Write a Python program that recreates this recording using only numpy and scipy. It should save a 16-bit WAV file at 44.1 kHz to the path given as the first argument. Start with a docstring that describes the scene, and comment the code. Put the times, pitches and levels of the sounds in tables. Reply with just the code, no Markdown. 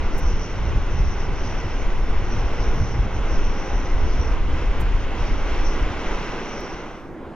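"""On a high terrace above an airport apron, jets idle and taxi: a broad roar, a blurred fan whine, a faint tone.
Shaped noise makes the roar, noise on a drifting pitch the whine, a wavering sine the tone.
Wind buffets the microphone in low noise and single slaps; two radar passes buzz in the wiring as pulse trains.
The camera adds noise ticks and thin wavering sines; two short, faint sines sound near 11.3 kHz.
At the end the apron dissolves into a quieter, duller far runway with a drone."""
import sys
import numpy as np
from scipy import signal
from scipy.fft import rfft, irfft, next_fast_len
from scipy.io import wavfile
from scipy.ndimage import uniform_filter1d, map_coordinates

SR = 44100
rng = np.random.default_rng(int(sys.argv[2]) if len(sys.argv) > 2 else 0)


def file_out(sig):
    """Save sig as 16-bit WAV at sys.argv[1]."""
    # one column per channel
    cols = np.atleast_2d(sig).T
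    # limit, then scale
    lim = np.clip(cols, -1, 1)
    pcm = np.round(lim * 32767).astype(np.int16)
    wavfile.write(sys.argv[1], SR, pcm)


N = 324135  # length in samples

# Jet levels: (time [s], roar before brightening [dB], lift of its upper part [dB], fan whine before flicker [dB])
JET_LEVELS = [(0, -32.5, 2, -54), (.22, -32, -1, -46), (.45, -34, 1.2, -46), (.62, -33.5, 2, -54),
              (1.0, -33.5, 1.7, -50.5), (1.11, -35.5, 3, -45.5), (1.16, -34, 1.5, -55),
              (1.21, -32.5, 1, -46), (1.3, -32.5, 0, -56), (1.4, -32.5, 1.5, -47.5), (1.8, -33, 1.9, -49.5),
              (2.03, -33.5, 0.3, -54), (2.14, -32, 0, -50.5), (2.26, -33.5, 1.5, -53.5),
              (2.33, -31.5, 0.5, -47.5), (2.5, -31.5, 1.5, -53), (2.63, -31, 0.5, -47),
              (2.72, -31.5, 0, -51), (2.88, -32.5, 0, -46), (3.07, -32, -1, -56), (3.25, -31.5, 1, -51),
              (3.37, -30.5, -0.5, -46), (3.45, -33, 1, -49.5), (3.68, -31, 0, -47), (3.8, -31.5, 0, -50),
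              (4.13, -32.5, 1.5, -47.5), (4.32, -31, -0.2, -48), (4.44, -35, 3, -62.5),
              (4.59, -31.5, 1.5, -50), (4.7, -33.5, 2.5, -61), (4.78, -31, 1.5, -52), (4.86, -33.5, 3, -60),
              (5.03, -34.5, 4, -53), (5.1, -33.5, 3, -63), (5.22, -31, 3, -47.5), (5.38, -32.5, 2, -51),
              (5.55, -29.5, 3.5, -50.5), (5.68, -32, 2, -45.5), (5.76, -30, 2.5, -49), (5.9, -31, 3, -53.5),
              (6.1, -29.5, 2.5, -48.5), (6.3, -30.5, 2.5, -49), (6.45, -31, 1, -48.5), (6.6, -31, -1, -47),
              (6.8, -34.5, 1, -54.5), (6.9, -34.5, -2.5, -56), (7.0, -38.5, 0, -58), (7.1, -38.5, -8, -69)]
# Spectrum shape of the roar: (frequency [Hz], relative level [dB per Hz])
ROAR_SPECTRUM = [(50, -44), (130, -3), (250, -0.5), (330, 1), (480, -1.5), (650, -6), (1000, -5),
                 (1250, -8.5), (1550, -8.5), (1750, -15), (2000, -10.5), (2500, -15.5), (2630, -14),
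                 (2760, -15.5), (3100, -18), (4500, -29), (6800, -34), (8200, -45), (9500, -48.5),
                 (9800, -42), (10100, -45.5), (11200, -44.5), (12000, -53.5), (12600, -78.5), (13000, -110)]
# Blade tones smeared by turbulence: (offset from the centre [Hz], width [Hz], relative level [dB])
WHINE_BANDS = [(60, 900, -3), (-300, 2350, -5.5)]
# Shaft tone before its wobble: (time [s], level [dB])
TONE_LEVEL = [(0, -55), (.12, -50), (.3, -57), (1.05, -54), (1.22, -45), (1.42, -55), (2.02, -55),
              (2.2, -46.5), (2.38, -50), (2.55, -46), (2.85, -49.5), (3.1, -47.5), (3.4, -54),
              (3.62, -44.5), (3.8, -46.5), (4.0, -57), (5.42, -57), (5.62, -47.5), (5.85, -54), (6.5, -56),
              (7.0, -62)]
SURGE_DB = .3  # chance swells of the roar
WHINE_HZ, WANDER_HZ, WANDER_PER_S = 5736, 55, 9  # centre of the fan whine; size and rate of its drift
TONE_HZ = 814

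# Wind before the gust rises are added: (time [s], slow pressure swings [dB], thumps [dB])
WIND_LEVELS = [(0, -20, -28.5), (.3, -19.5, -35), (.48, -29, -32), (.68, -22, -28), (1.1, -22, -28),
               (1.7, -24.5, -30), (1.92, -16.5, -33.5), (2.2, -21, -31), (2.5, -21.5, -35),
               (2.95, -27.5, -29), (3.4, -18.5, -29), (3.6, -23, -36.5), (4.0, -18.5, -29),
               (4.4, -20.5, -28.5), (4.9, -21.5, -28), (5.2, -24.5, -29.5), (5.5, -21, -33),
               (5.7, -18, -36), (5.97, -29, -31), (6.12, -22.5, -37), (6.35, -32.5, -43.5),
               (7.35, -46, -46.5)]
# Flutter before the gust rises are added: (time [s], level [dB])
FLUTTER_LEVEL = [(0.0, -49), (0.23, -33), (0.94, -34), (1.01, -27.5), (1.05, -36.5), (1.26, -34),
                 (2.55, -38.5), (2.67, -31), (3.1, -28.5), (3.28, -46), (3.33, -32), (3.67, -43.5),
                 (3.71, -39.5), (4.78, -37), (6.31, -45), (6.4, -46.5)]
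# Hardest gusts: (centre [s], length [s], rise of the thumps [dB], rise of the swings [dB])
GUST_RISES = [(0.31, 0.16, 4.5, 3.5), (0.725, 0.15, 5, 4), (1.04, 0.065, 1.5, 4), (2.166, 0.055, 4.5, 7),
              (2.449, 0.047, 13.5, 3), (2.694, 0.099, 2.5, 6.5), (2.83, 0.094, 5.5, 6.5),
              (3.028, 0.056, 0, 3), (3.382, 0.13, 6, 4.5), (3.736, 0.18, 6, 0), (4.004, 0.15, 5, 2.5),
              (4.248, 0.085, 5.5, -2.5), (4.414, 0.1, 2, 3.5), (4.679, 0.057, 1.5, 3),
              (4.941, 0.063, 4.5, 5.5), (5.218, 0.033, 6, 4.5), (5.329, 0.069, 0.5, 7.5),
              (5.624, 0.091, 0, 2.5), (5.846, 0.059, 4, 2)]
# Spectrum shapes of the three wind layers: (frequency [Hz], relative level [dB per Hz])
SWING_SPECTRUM = [(2, -25), (8, 1), (18, 0), (28, -1.5), (40, -7), (55, -17), (80, -30), (200, -120)]
THUMP_SPECTRUM = [(15, -120), (33, -19), (46, -0.5), (70, -2), (95, -10.5), (130, -27), (250, -60),
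                  (1500, -120)]
FLUTTER_SPECTRUM = [(50, -59.5), (85, -4.5), (110, -1), (150, -9.5), (220, -13), (500, -51), (1500, -120)]
# Single eddies hitting the microphone: (time [s], envelope peak [dB], starting pitch [Hz])
EDDY_SLAPS = [(.241, -13.5, 72.3), (.328, -15.5, 78.3), (.758, -17, 47.9), (.902, -18.5, 50),
              (1.0, -11, 59.8), (1.205, -21.5, 74.6), (2.435, -14.5, 67.9), (2.68, -15, 70.4),
              (2.99, -10.5, 55.9), (3.39, -14, 50), (3.722, -16, 52), (3.989, -14.5, 50), (4.05, -16.5, 67),
              (4.19, -15, 57.8), (4.309, -14.5, 52.2), (4.40, -14, 51.7), (4.679, -15.5, 57.2),
              (4.826, -13, 79.7), (4.895, -16, 55.6), (5.809, -12, 62.3)]
SLAP_CYCLES, SLAP_SINKS = 1.74, 0.54  # life in cycles of the starting pitch; share of the pitch lost in the end
LULL_DB, LULLS_PER_S = 1, 12  # depth and rate of chance dropouts in the swings
FLUTTER_SHARE = 0.19  # the flutter's part of a gust's rise in the thumps
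LUMPS_DB = 3  # lumpiness of thumps and flutter
OVERLOAD = .38  # ceiling on the wind's push, full scale = 1

# Radar beam passes: (first pulse of a fast run [s], beam centre [s], beam width [s], peak before colouring [dB])
BEAM_PASSES = [(.17927, .1875, .009, -32), (4.80386, 4.811, .008, -32.5)]
# Pulse rates of the radar: (slow [Hz], fast [Hz])
PULSE_RATES = (973.5, 1249)
# Colour of the picked-up pulses: (frequency [Hz], gain [dB])
PULSE_COLOUR = [(2000, -27), (6000, 3), (9000, 1), (12000, 2), (15500, 0.5)]

# Camera ticks: (time [s], starting level before the treble filter [dB])
TICKS = [(6.5955, -54), (6.607, -44)]
# Thin high whine before its flicker: (frequency [Hz], level [dB])
THIN_WHINE = [(13846, -91.5), (13964, -90)]
# Short high sines: (time [s], length [s], pitch [Hz], level at the crest [dB])
HIGH_SINES = [(1.923, 0.17, 11240, -73.5), (2.703, 0.14, 11300, -71.5)]

# Far runway: (time [s], level [dB])
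RUNWAY_LEVEL = [(6.0, -73), (6.4, -70), (6.75, -54), (6.9, -41.5), (7.1, -39), (7.35, -39)]
# Spectrum shape of the far runway: (frequency [Hz], relative level [dB per Hz])
RUNWAY_SPECTRUM = [(15, -14), (60, -14), (200, -5), (300, -4.5), (450, -8), (900, -13), (1500, -17.5),
                   (2200, -26), (3300, -34.5), (4500, -43), (6000, -45.5), (8400, -49), (11000, -58),
                   (15700, -59.5)]
# A far engine's drone: (pitch [Hz], level once the runway is fully up, before its wobble [dB])
DRONE = (330.5, -46)

# Likeness of the two channels: (frequency [Hz], correlation [0-1])
LIKENESS = [(10, .98), (45, .94), (170, .88), (300, .93), (860, .97), (1900, .9), (3300, .86), (4300, .73),
            (5800, .9), (6900, .57), (8300, 1)]
# How far left leads right, before each source takes its share: (frequency [Hz], phase [rad])
LEFT_LEAD = [(14, 0), (50, .28), (200, 0), (500, .2), (1200, .23), (1550, .55), (1900, .2), (2400, .85),
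             (2900, .62), (4300, 1.3), (5700, 1.43), (7000, 2.1), (8300, np.pi)]
# Left level over right: (frequency [Hz], balance [dB])
LEFT_BALANCE = [(10, .4), (35, 0), (130, -2.6), (250, -1.4), (860, -.8), (1550, -1.4), (1900, .5),
                (2240, -1.8), (2580, 2), (2900, -.3), (7000, -.2), (8300, 0)]
TOP_HZ = 15750  # upper band limit


def amp(db):
    """Gain of a level in dB."""
    return 10 ** (np.asarray(db) / 20)


def unit(x):
    """x at rms 1."""
    return x / np.sqrt(np.mean(x ** 2) + 1e-20)


def along(points, hz):
    """Read a (frequency, value) curve on a log frequency axis."""
    f, v = np.transpose(points)
    return np.interp(np.log(hz + 1), np.log(f + 1), v)


def curves(rows):
    """One value per sample for each column after the time."""
    s, *columns = np.transpose(rows)
    return [np.interp(np.arange(N) / SR, s, column) for column in columns]


def wobble(rate):
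    """A smooth random curve with rate knots a second."""
    knots = rng.standard_normal(int(N * rate / SR) + 4)
    coarse = np.arange(0, N + 32, 32)
    return np.interp(np.arange(N), coarse, map_coordinates(knots, [coarse * rate / SR]))


def wavering(hz, spread_hz, rate):
    """A sine of rms 1 whose pitch wanders."""
    phase = 2 * np.pi * np.cumsum(hz + spread_hz * wobble(rate)) / SR
    return np.sqrt(2) * np.sin(phase)


def filtered(x, response):
    """x through a complex frequency response."""
    m = next_fast_len(N + 8192)
    return irfft(rfft(x, m) * response(np.fft.rfftfreq(m, 1 / SR)), m)[..., :N]


def above(x, corner_hz):
    """x with the part below the corner rolled off."""
    return filtered(x, lambda hz: 1 / (1 + (corner_hz / (hz + 1)) ** 4))


def rush(gain, patchy_db):
    """Two noises at a joint rms of 1 with shared patches of random gain, as moving air scatters sound."""
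    z = signal.stft(rng.standard_normal((2, N)), nperseg=512)[2]
    field = uniform_filter1d(rng.standard_normal(z.shape[1:]), size=6, axis=0)
    field = uniform_filter1d(field, size=14, axis=1)
    pair = signal.istft(z * amp(patchy_db * unit(field)), nperseg=512)[1][:, :N]
    return unit(filtered(pair, gain))


def shaped_rush(spectrum, patchy_db):
    """A patchy noise pair with the given spectrum shape."""
    return rush(lambda hz: amp(along(spectrum, hz)), patchy_db)


def evened(x, seconds):
    """x with its chance swells longer than the given time largely levelled out."""
    power = np.abs(uniform_filter1d(x[0] ** 2, round(seconds * SR)))
    return unit(x / np.sqrt(power + .05))


def roar(level_db, bright_db):
    """Exhaust roar: broad turbulent noise whose upper part brightens and dulls."""
    noise = shaped_rush(ROAR_SPECTRUM, patchy_db=0.4)
    upper = above(noise, 1700)
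    return amp(level_db + SURGE_DB * wobble(11)) * (noise + (amp(bright_db) - 1) * upper)


def fan_whine(level_db):
    """Blade tones smeared by turbulence: slow noise carried on a moving pitch gives a wandering band."""
    centre_hz = WHINE_HZ + WANDER_HZ * wobble(WANDER_PER_S)
    band = 0
    for offset_hz, width, db in WHINE_BANDS:
        spread = lambda f: 1 / (1 + (2 * f / width) ** 2) ** 2
        phase = 2 * np.pi * np.cumsum(centre_hz + offset_hz) / SR
        in_phase = rush(spread, patchy_db=-2.0) * np.cos(phase)
        quadrature = rush(spread, patchy_db=3.0) * np.sin(phase)
        band += amp(db) * (in_phase + quadrature)
    # the whine flickers most: short waves scatter strongly in hot, moving air
    flicker_db = 2.1 * np.tanh(0.31 * wobble(21) + 0.94 * wobble(35))
    return amp(level_db + flicker_db) * unit(band)


def shaft_tone():
    """One shaft's tone: a sine with a slightly wavering pitch and level."""
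    return amp(curves(TONE_LEVEL)[0] + 1.5 * wobble(9.0)) * wavering(TONE_HZ, spread_hz=1, rate=6)


def jets():
    """Roar, whine and tone of the jets, sinking as the apron dissolves."""
    roar_db, bright_db, whine_db = curves(JET_LEVELS)
    dissolve = curves([(6.85, 1.0), (7.15, 0.25)])[0]
    # the tone feeds only the first of the pair; ports() spreads it
    return dissolve * (roar(roar_db, bright_db) + fan_whine(whine_db) + shaft_tone() * [[1], [0]])


def slaps():
    """An eddy bursts on the port: a sharp push or pull that sinks in pitch and is gone in a few cycles."""
    out, t = np.zeros(N + SR), np.arange(SR // 4) / SR
    for s, db, hz in EDDY_SLAPS:
        age = t * hz / SLAP_CYCLES
        turns = SLAP_CYCLES * (age - SLAP_SINKS * (age - 1 + np.exp(-age)))
        envelope = 2 * np.e * age * np.exp(-2 * age)  # peaks at 1
        sign = rng.choice([-1, 1])
        out[round(s * SR):][:len(t)] += sign * amp(db) * envelope * np.cos(2 * np.pi * turns)
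    return out[:N]


def wind():
    """Pressure swings, thumps, eddy flutter and slaps; gusts shift the first three, the strongest push is rounded."""
    t = np.arange(N) / SR
    swing_db, thump_db = curves(WIND_LEVELS)
    flutter_db, = curves(FLUTTER_LEVEL + [(7.2, -65)])
    swing_db = swing_db + LULL_DB * (1 - wobble(LULLS_PER_S) ** 2)
    for s, length, thump_rise_db, swing_rise_db in GUST_RISES:
        gust = np.exp(-.5 * (2 * (t - s) / length) ** 2)
        swing_db = swing_db + swing_rise_db * gust
        thump_db = thump_db + thump_rise_db * gust
        flutter_db = flutter_db + FLUTTER_SHARE * thump_rise_db * gust
    flutter = evened(shaped_rush(FLUTTER_SPECTRUM, patchy_db=1.0), seconds=0.13)
    swings = evened(shaped_rush(SWING_SPECTRUM, patchy_db=0.5), seconds=0.12)
    thumps = evened(shaped_rush(THUMP_SPECTRUM, patchy_db=0.5), seconds=0.09)
    lumps = amp(LUMPS_DB * wobble(16))
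    push = amp(swing_db) * swings
    push = push + amp(thump_db) * unit(lumps * thumps)
    push = push + amp(flutter_db) * unit(lumps * flutter)
    push = push + slaps() * [[1], [.5]]
    return push / (1 + np.abs(push / OVERLOAD) ** 4) ** (1 / 4)


def radar():
    """The turning beam induces its pulses in the wiring: ten fast ones, ten slow ones, and so on."""
    out, n, k = np.zeros(N), np.arange(-2048, 2048), np.arange(-30, 40)
    slow, fast = PULSE_RATES
    ends = np.cumsum(np.where(k % 20 < 10, 1 / fast, 1 / slow))
    offsets = ends - ends[k == -1]
    for s, centre, width, db in BEAM_PASSES:
        size = amp(db) * np.exp(-.5 * ((s + offsets - centre) / width) ** 2)
        at = round(s * SR)
        # sinc pulses can fall between samples
        out[at + n] += size @ np.sinc(at + n - (s + offsets)[:, None] * SR)
    coloured = filtered(out, lambda hz: amp(along(PULSE_COLOUR, hz)))
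    return coloured * amp([[-3.1], [3.1]])  # stronger on the right


def camera():
    """Faint ticks as dying bursts of bright noise, and a thin flickering whine of wavering sines."""
    t, click = np.arange(200) / SR, np.zeros(N)
    for s, db in TICKS:
        burst = amp(db - 60 * t / 0.0052) * rng.standard_normal(200)  # falls 60 dB in 5.2 ms
        click[round(s * SR):][:200] += burst
    out = above(click, 6000)
    for hz, db in THIN_WHINE:
        out += amp(db + 4 * wobble(25)) * wavering(hz, spread_hz=6, rate=30)
    return out


def high_sines():
    """Two short, faint sines near 11.3 kHz with fast random pitch under a rounded swell."""
    t, out = np.arange(N) / SR, np.zeros(N)
    for s, length, hz, db in HIGH_SINES:
        swell = np.sqrt(np.abs(np.sin(np.pi * np.clip((t - s) / length, 0, 1))))
        out += amp(db) * swell * wavering(hz, spread_hz=60, rate=250)
    return out


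def runway():
    """Distant traffic and a drone: air has taken the treble away."""
    hz, db = DRONE
    level_db = curves(RUNWAY_LEVEL)[0]
    drone = amp(db - level_db[-1] + wobble(8)) * wavering(hz, spread_hz=.6, rate=6)
    traffic = shaped_rush(RUNWAY_SPECTRUM, patchy_db=-2.0)
    return amp(level_db) * (traffic + drone * [[1], [0]])


def ports(pair, lead_share):
    """Two unrelated sounds mixed as the two microphone ports hear a wide source."""
    side = np.array([[1], [-1]])  # left, right
    turn = lambda hz: np.arccos(np.clip(along(LIKENESS, hz), 0, 1)) / 2
    near, across = filtered(pair, lambda hz: np.array([np.cos(turn(hz)), np.sin(turn(hz))]))
    balance = lambda hz: amp(side * along(LEFT_BALANCE, hz) / 2)
    lead = lambda hz: np.exp(side * .5j * lead_share * along(LEFT_LEAD, hz))
    return filtered(near + side * across, lambda hz: balance(hz) * lead(hz))


def scene():
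    """Jets, wind and runway at the two ports, with radar, camera and high sines added directly."""
    close = ports(jets() + wind(), lead_share=0.98)
    far = ports(runway(), lead_share=0.54)
    return close + radar() + camera() + high_sines() + far


def record(dry):
    """The camera keeps nothing above its band limit."""
    return filtered(dry, lambda hz: hz < TOP_HZ)


dry = scene()
out = record(dry)
file_out(out)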